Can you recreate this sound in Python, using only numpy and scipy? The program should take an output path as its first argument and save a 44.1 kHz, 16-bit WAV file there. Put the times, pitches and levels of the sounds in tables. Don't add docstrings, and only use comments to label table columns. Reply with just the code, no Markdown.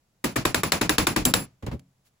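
import sys
import numpy as np
from scipy.fft import rfft, irfft, next_fast_len
from scipy.io import wavfile

SR = 44100
rng = np.random.default_rng(int(sys.argv[2]) if len(sys.argv) > 2 else 0)


def store_pcm(level_fs):
    pcm = np.round(np.clip(level_fs, -1, 1) * 32767).astype(np.int16)
    wavfile.write(sys.argv[1], SR, np.atleast_2d(pcm).T)


N = 97020
T = np.arange(SR // 2) / SR

# start_s, rise_s, knock_db, clank_db, crack_db,
# body_db, thud_db, rumble_db, room_db
HAMMER_BLOWS = [(0.24, 0.0051, -24.5, -31.5, -29, -23, -32.5, -44, -31.5),
                (0.357, 0.0074, -24, -37, -29, -29, -29, -40.5, -29),
                (0.4511, 0.0031, -18, -23, -24, -26, -30.5, -36.5, -28.5),
                (0.5448, 0.00033, -19, -19, -22, -40.5, -30.5, -41, -29),
                (0.6334, 0.00077, -19, -27, -24.5, -33, -31.5, -41.5, -30.5),
                (0.7197, 0.00064, -20, -15.5, -20.5, -36.5, -31.5, -41.5, -26),
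                (0.811, 0.0043, -19, -26, -27, -30.5, -27.5, -40, -28),
                (0.8934, 0.00091, -19, -18.5, -21, -24.5, -33, -38.5, -28),
                (0.9819, 0.0012, -20.5, -16, -21, -24.5, -28.5, -31.5, -25.5),
                (1.068, 0.002, -19, -20, -21.5, -28, -29, -40, -28),
                (1.1609, 0.0024, -20.5, -26.5, -27.5, -22.5, -27.5, -33, -28.5),
                (1.252, 0.00048, -35.5, -19, -13.5, -32.5, -23.5, -36, -29),
                (1.338, 0.00038, -18, -14, -17.5, -34.5, -28.5, -38.5, -27.5)]
# start_s, thump_db, clack_db, click_db
HAMMER_SETTLING = [(1.624, -33, -43.5, -58), (1.664, -28.5, -35.5, -39.5), (1.713, -32.5, -38.5, -55),
                   (1.726, -29, -45, -61), (1.794, -54, -68, -51.5)]

# pitch_hz, relative_level_db, t60_s
STEEL_MODES = [(3760, -12, .2), (4532, -11, .3), (7470, -3, .35), (7540, -8, .3), (8263, -13, .2),
               (10945, 0, .35), (11010, -4, .35), (12273, -10, .25), (14400, -18, .25), (15045, -5, .3),
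               (15148, -3, .3)]
# pitch_hz, relative_level_db, t60_s
VISE_MODES = [(996, -8.5, 0.068), (1184, -8.5, 0.057), (1666, -1.5, 0.046), (2503, -4.5, 0.026),
              (3720, -4, 0.036)]
# pitch_hz, relative_level_db, t60_s
BENCH_MODES = [(115.4, -1, 0.13), (130.4, -9.5, 0.75), (179.2, -3.5, 0.41), (271, -10, 0.37)]

# pitch_hz, relative_level_db
KNOCK_COLOUR = [(150, -25.5), (330, 4), (600, -8.5), (1100, -0.5), (2000, -2.5), (2700, -9.5),
                (4000, -37.5)]
# pitch_hz, relative_level_db
CLANK_COLOUR = [(1600, -38), (2500, -2), (3200, -5), (3750, 0), (4300, -7), (5800, -4.5), (7500, -27)]
# pitch_hz, relative_level_db
CRACK_COLOUR = [(4000, -42.5), (6100, -3), (7000, 0.5), (8000, 6), (10000, 0.5), (11200, 2), (13000, -4),
                (15300, -6), (16500, -25)]
# pitch_hz, relative_level_db
BODY_COLOUR = [(130, -23.5), (230, -3), (330, 2.5), (420, -9.5), (600, -30)]
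# pitch_hz, relative_level_db
THUD_COLOUR = [(60, -24.5), (105, -0.5), (180, -0.5), (310, -3.5), (420, -13.5), (600, -22), (1200, -54)]
# pitch_hz, relative_level_db
RUMBLE_COLOUR = [(15, -10), (30, -8), (60, 2.5), (90, -1), (140, -21), (300, -50.5)]
# pitch_hz, relative_level_db
ROOM_COLOUR = [(200, -21.5), (450, 1.5), (1100, -1), (1900, -5.5), (2500, -3.5), (3200, -9.5), (4800, -8.5),
               (7000, -13), (11000, -21), (13000, -30), (15000, -30), (16000, -48.5)]
# pitch_hz, relative_level_db
THUMP_COLOUR = [(25, -13), (60, -1.5), (115, 3), (170, -1.5), (300, -10.5), (600, -18), (1200, -54)]
# pitch_hz, relative_level_db
CLACK_COLOUR = [(120, -10), (280, 0.5), (700, 4), (1500, -7), (3000, -11), (7000, -23), (15000, -34)]
# pitch_hz, relative_level_db
CLICK_COLOUR = [(500, -4), (2500, 0), (7000, -2.5), (12000, -4.5), (16000, -17)]
# pitch_hz, relative_level_db
AIR_COLOUR = [(20, -2.5), (60, 0), (150, 1.5), (300, -9.5), (600, -9.5), (1200, -15), (3000, -19.5),
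              (7500, -20), (16000, -27)]
SLEEVE_COLOUR = [(200, -11), (1000, -5), (6000, -5), (15000, -9)]  # pitch_hz, relative_level_db

# pitch_hz, likeness
DIRECT_LIKENESS = [(100, 3.7), (450, 0.7), (1100, 0.85), (3000, -0.04), (3900, 1.85), (5300, -0.3),
                   (7000, 1.2), (15000, 0.7)]
# pitch_hz, likeness
ROOM_LIKENESS = [(60, 0.93), (200, .94), (450, 0.5), (1000, 0.21), (4500, 0.098), (6500, 0.17),
                 (8500, 0.96), (15000, 1)]
# pitch_hz, left_minus_right_db
CONTACT_PAN = [(400, 0.5), (1000, .8), (2200, 1.5), (4000, 9), (7500, 1), (12000, 0.5)]

# hold_s, t60_s
KNOCK_ENV, CLANK_ENV, CRACK_ENV = (0.0016, 0.032), (0.0017, 0.017), (0.00054, 0.039)
# attack_s, hold_s, t60_s
BODY_ENV, THUD_ENV = (0.003, 0.0089, 0.091), (0.014, 0.022, 0.34)
RUMBLE_ENV, ROOM_ENV, HANG_ENV = (0.015, 0.015, 0.22), (0.005, 0.014, 0.24), (0.01, 0.01, 0.4)
THUMP_ENV, CLACK_ENV, CLICK_ENV = (0.01, 0.011, 0.094), (0.0022, 0.003, 0.13), (0.001, 0.0013, 0.02)

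KNOCK_DB, CLANK_DB, CRACK_DB = 2, 1, 2.5
VISE_DB, STEEL_DB = -2.5, -14.5
BODY_DB, THUD_DB, BENCH_DB, RUMBLE_DB = 0.5, -0.5, 0, 2
ROOM_DB, HANG_DB = 2, -22
SETTLE_RING_DB = -10

CUT_LEAD_S, CUT_S = 0.012, 0.006
STEEL_CUT_DB, CUT_DEPTH_DB = -45, -12
LAST_LIFE_S = 0.14

AIR_DB = -71
BRUSH_S, BRUSH_WIDTH_S, BRUSH_DB = 2.07, 0.015, -64.5
PORT_LAG_S, LAG_ABOVE_HZ = 0.000238, 6850
TOP_HZ, TOP_ORDER = 16350, 90
CEILING = 0.9


def amp(db):
    return 10 ** (np.asarray(db) / 20)


def unit(x):
    return x / np.sqrt(np.mean(x ** 2) + 1e-20)


def along(points, hz):
    f, v = np.transpose(points)
    return np.interp(np.log(hz + 1), np.log(f + 1), v)


def add(out, start_s, sound):
    part = out[:, round(start_s * SR):][:, :sound.shape[-1]]
    part += sound[..., :part.shape[1]]


def noise(colour, alike, pan=None, size=len(T)):
    hz = np.fft.rfftfreq(size, 1 / SR)
    turn = np.arccos(np.clip(along(alike, hz), -1, 1)) / 2
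    spectra = rfft(rng.standard_normal((2, size))) * amp(along(colour, hz))
    mid, side = spectra * [np.cos(turn), np.sin(turn)]
    lean = amp(np.outer([0.5, -0.5], along(pan, hz))) if pan else 1
    return unit(irfft(np.array([mid + side, mid - side]) * lean, size))


def burst(colour, shape, alike, pan=None):
    attack, hold, t60 = shape
    decay_db = -60 * np.maximum(T - attack - hold, 0) / t60
    env = np.minimum(T / attack, 1) * amp(decay_db)
    return unit(env * noise(colour, alike, pan)) * np.sqrt(np.mean(env ** 2))


def ring(modes, attack, blur_hz, scatter_db):
    hz, db, t60 = np.transpose(modes)[:, :, None]
    steps = rng.standard_normal((len(hz), len(T)))
    drift = np.cumsum(steps, 1) * np.sqrt(2 * np.pi * blur_hz / SR)
    phase = 2 * np.pi * (hz * T + rng.random(hz.shape)) + drift
    level_db = db + scatter_db * rng.standard_normal(hz.shape) - 60 * T / t60
    return (amp(level_db) * np.sin(phase)).sum(0) * (1 - np.exp(-T / attack))


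def room_air():
    return amp(AIR_DB) * noise(AIR_COLOUR, ROOM_LIKENESS, size=N)


def sleeve_brush():
    swell = np.exp(-0.5 * ((np.arange(N) / SR - BRUSH_S) / BRUSH_WIDTH_S) ** 2)
    return amp(BRUSH_DB) * swell * noise(SLEEVE_COLOUR, ROOM_LIKENESS, size=N)


def laying_down():
    out = np.zeros((2, N))
    for start_s, thump_db, clack_db, click_db in HAMMER_SETTLING:
        bench = ring(BENCH_MODES, attack=0.0056, blur_hz=1.7, scatter_db=1)
        thump = burst(THUMP_COLOUR, THUMP_ENV, ROOM_LIKENESS) + amp(SETTLE_RING_DB) * bench
        clack = burst(CLACK_COLOUR, CLACK_ENV, ROOM_LIKENESS)
        click = burst(CLICK_COLOUR, CLICK_ENV, DIRECT_LIKENESS)
        add(out, start_s, amp(thump_db) * thump + amp(clack_db) * clack + amp(click_db) * click)
    return out


def room_answer(room_db):
    walls = amp(room_db + ROOM_DB) * burst(ROOM_COLOUR, ROOM_ENV, ROOM_LIKENESS)
    hang = amp(room_db + HANG_DB) * burst(ROOM_COLOUR, HANG_ENV, ROOM_LIKENESS)
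    return walls, hang


def low_shake(rumble_db):
    return amp(rumble_db + RUMBLE_DB) * burst(RUMBLE_COLOUR, RUMBLE_ENV, ROOM_LIKENESS)


def shaken_bench(body_db, thud_db):
    body = amp(body_db + BODY_DB) * burst(BODY_COLOUR, BODY_ENV, ROOM_LIKENESS)
    thud = amp(thud_db + THUD_DB) * burst(THUD_COLOUR, THUD_ENV, ROOM_LIKENESS)
    top = amp(thud_db + BENCH_DB) * ring(BENCH_MODES, attack=0.017, blur_hz=6.6, scatter_db=1)
    return body + thud + top


def damped_vise(knock_db, rise_s):
    partials = ring(VISE_MODES, attack=rise_s, blur_hz=24.7, scatter_db=3.5)
    return amp(knock_db + VISE_DB) * partials * amp([[1.5], [-1.5]])


def ringing_steel(crack_db):
    return amp(crack_db + STEEL_DB) * ring(STEEL_MODES, attack=0.004, blur_hz=38, scatter_db=2)


def steel_contact(rise_s, knock_db, clank_db, crack_db):
    layers = [(KNOCK_COLOUR, KNOCK_ENV, knock_db + KNOCK_DB),
              (CLANK_COLOUR, CLANK_ENV, clank_db + CLANK_DB),
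              (CRACK_COLOUR, CRACK_ENV, crack_db + CRACK_DB)]
    return sum(amp(level_db) * burst(colour, (rise_s, *env), DIRECT_LIKENESS, CONTACT_PAN)
               for colour, env, level_db in layers)


def hammering():
    out = np.zeros((2, N))
    lives = np.append(np.diff([row[0] for row in HAMMER_BLOWS]), LAST_LIFE_S)
    for blow, life in zip(HAMMER_BLOWS, lives):
        start_s, rise_s, knock_db, clank_db, crack_db, body_db, thud_db, rumble_db, room_db = blow
        walls, hang = room_answer(room_db)
        shake = low_shake(rumble_db)
        bench = shaken_bench(body_db, thud_db)
        vise = damped_vise(knock_db, rise_s)
        steel = ringing_steel(crack_db)
        contact = steel_contact(rise_s, knock_db, clank_db, crack_db)
        ending = 0.5 + 0.5 * np.tanh((T - life + CUT_LEAD_S) / (2 * CUT_S))
        tails = amp(STEEL_CUT_DB * ending) * steel + amp(CUT_DEPTH_DB * ending) * (walls + bench)
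        add(out, start_s, contact + vise + shake + hang + tails)
    return out


def scene():
    return room_air() + sleeve_brush() + laying_down() + hammering()


def record(dry):
    size = next_fast_len(N + SR // 2)
    hz = np.fft.rfftfreq(size, 1 / SR)
    lag = 2 * np.pi * PORT_LAG_S * np.maximum(hz - LAG_ABOVE_HZ, 0)
    ports = np.exp(1j * np.outer([-0.5, 0.5], lag))
    band = 1 / (1 + (hz / TOP_HZ) ** TOP_ORDER)
    limited = dry / (1 + (dry / CEILING) ** 6) ** (1 / 6)
    return irfft(rfft(limited, size) * ports * band, size)[:, :N]


dry = scene()
out = record(dry)
store_pcm(out)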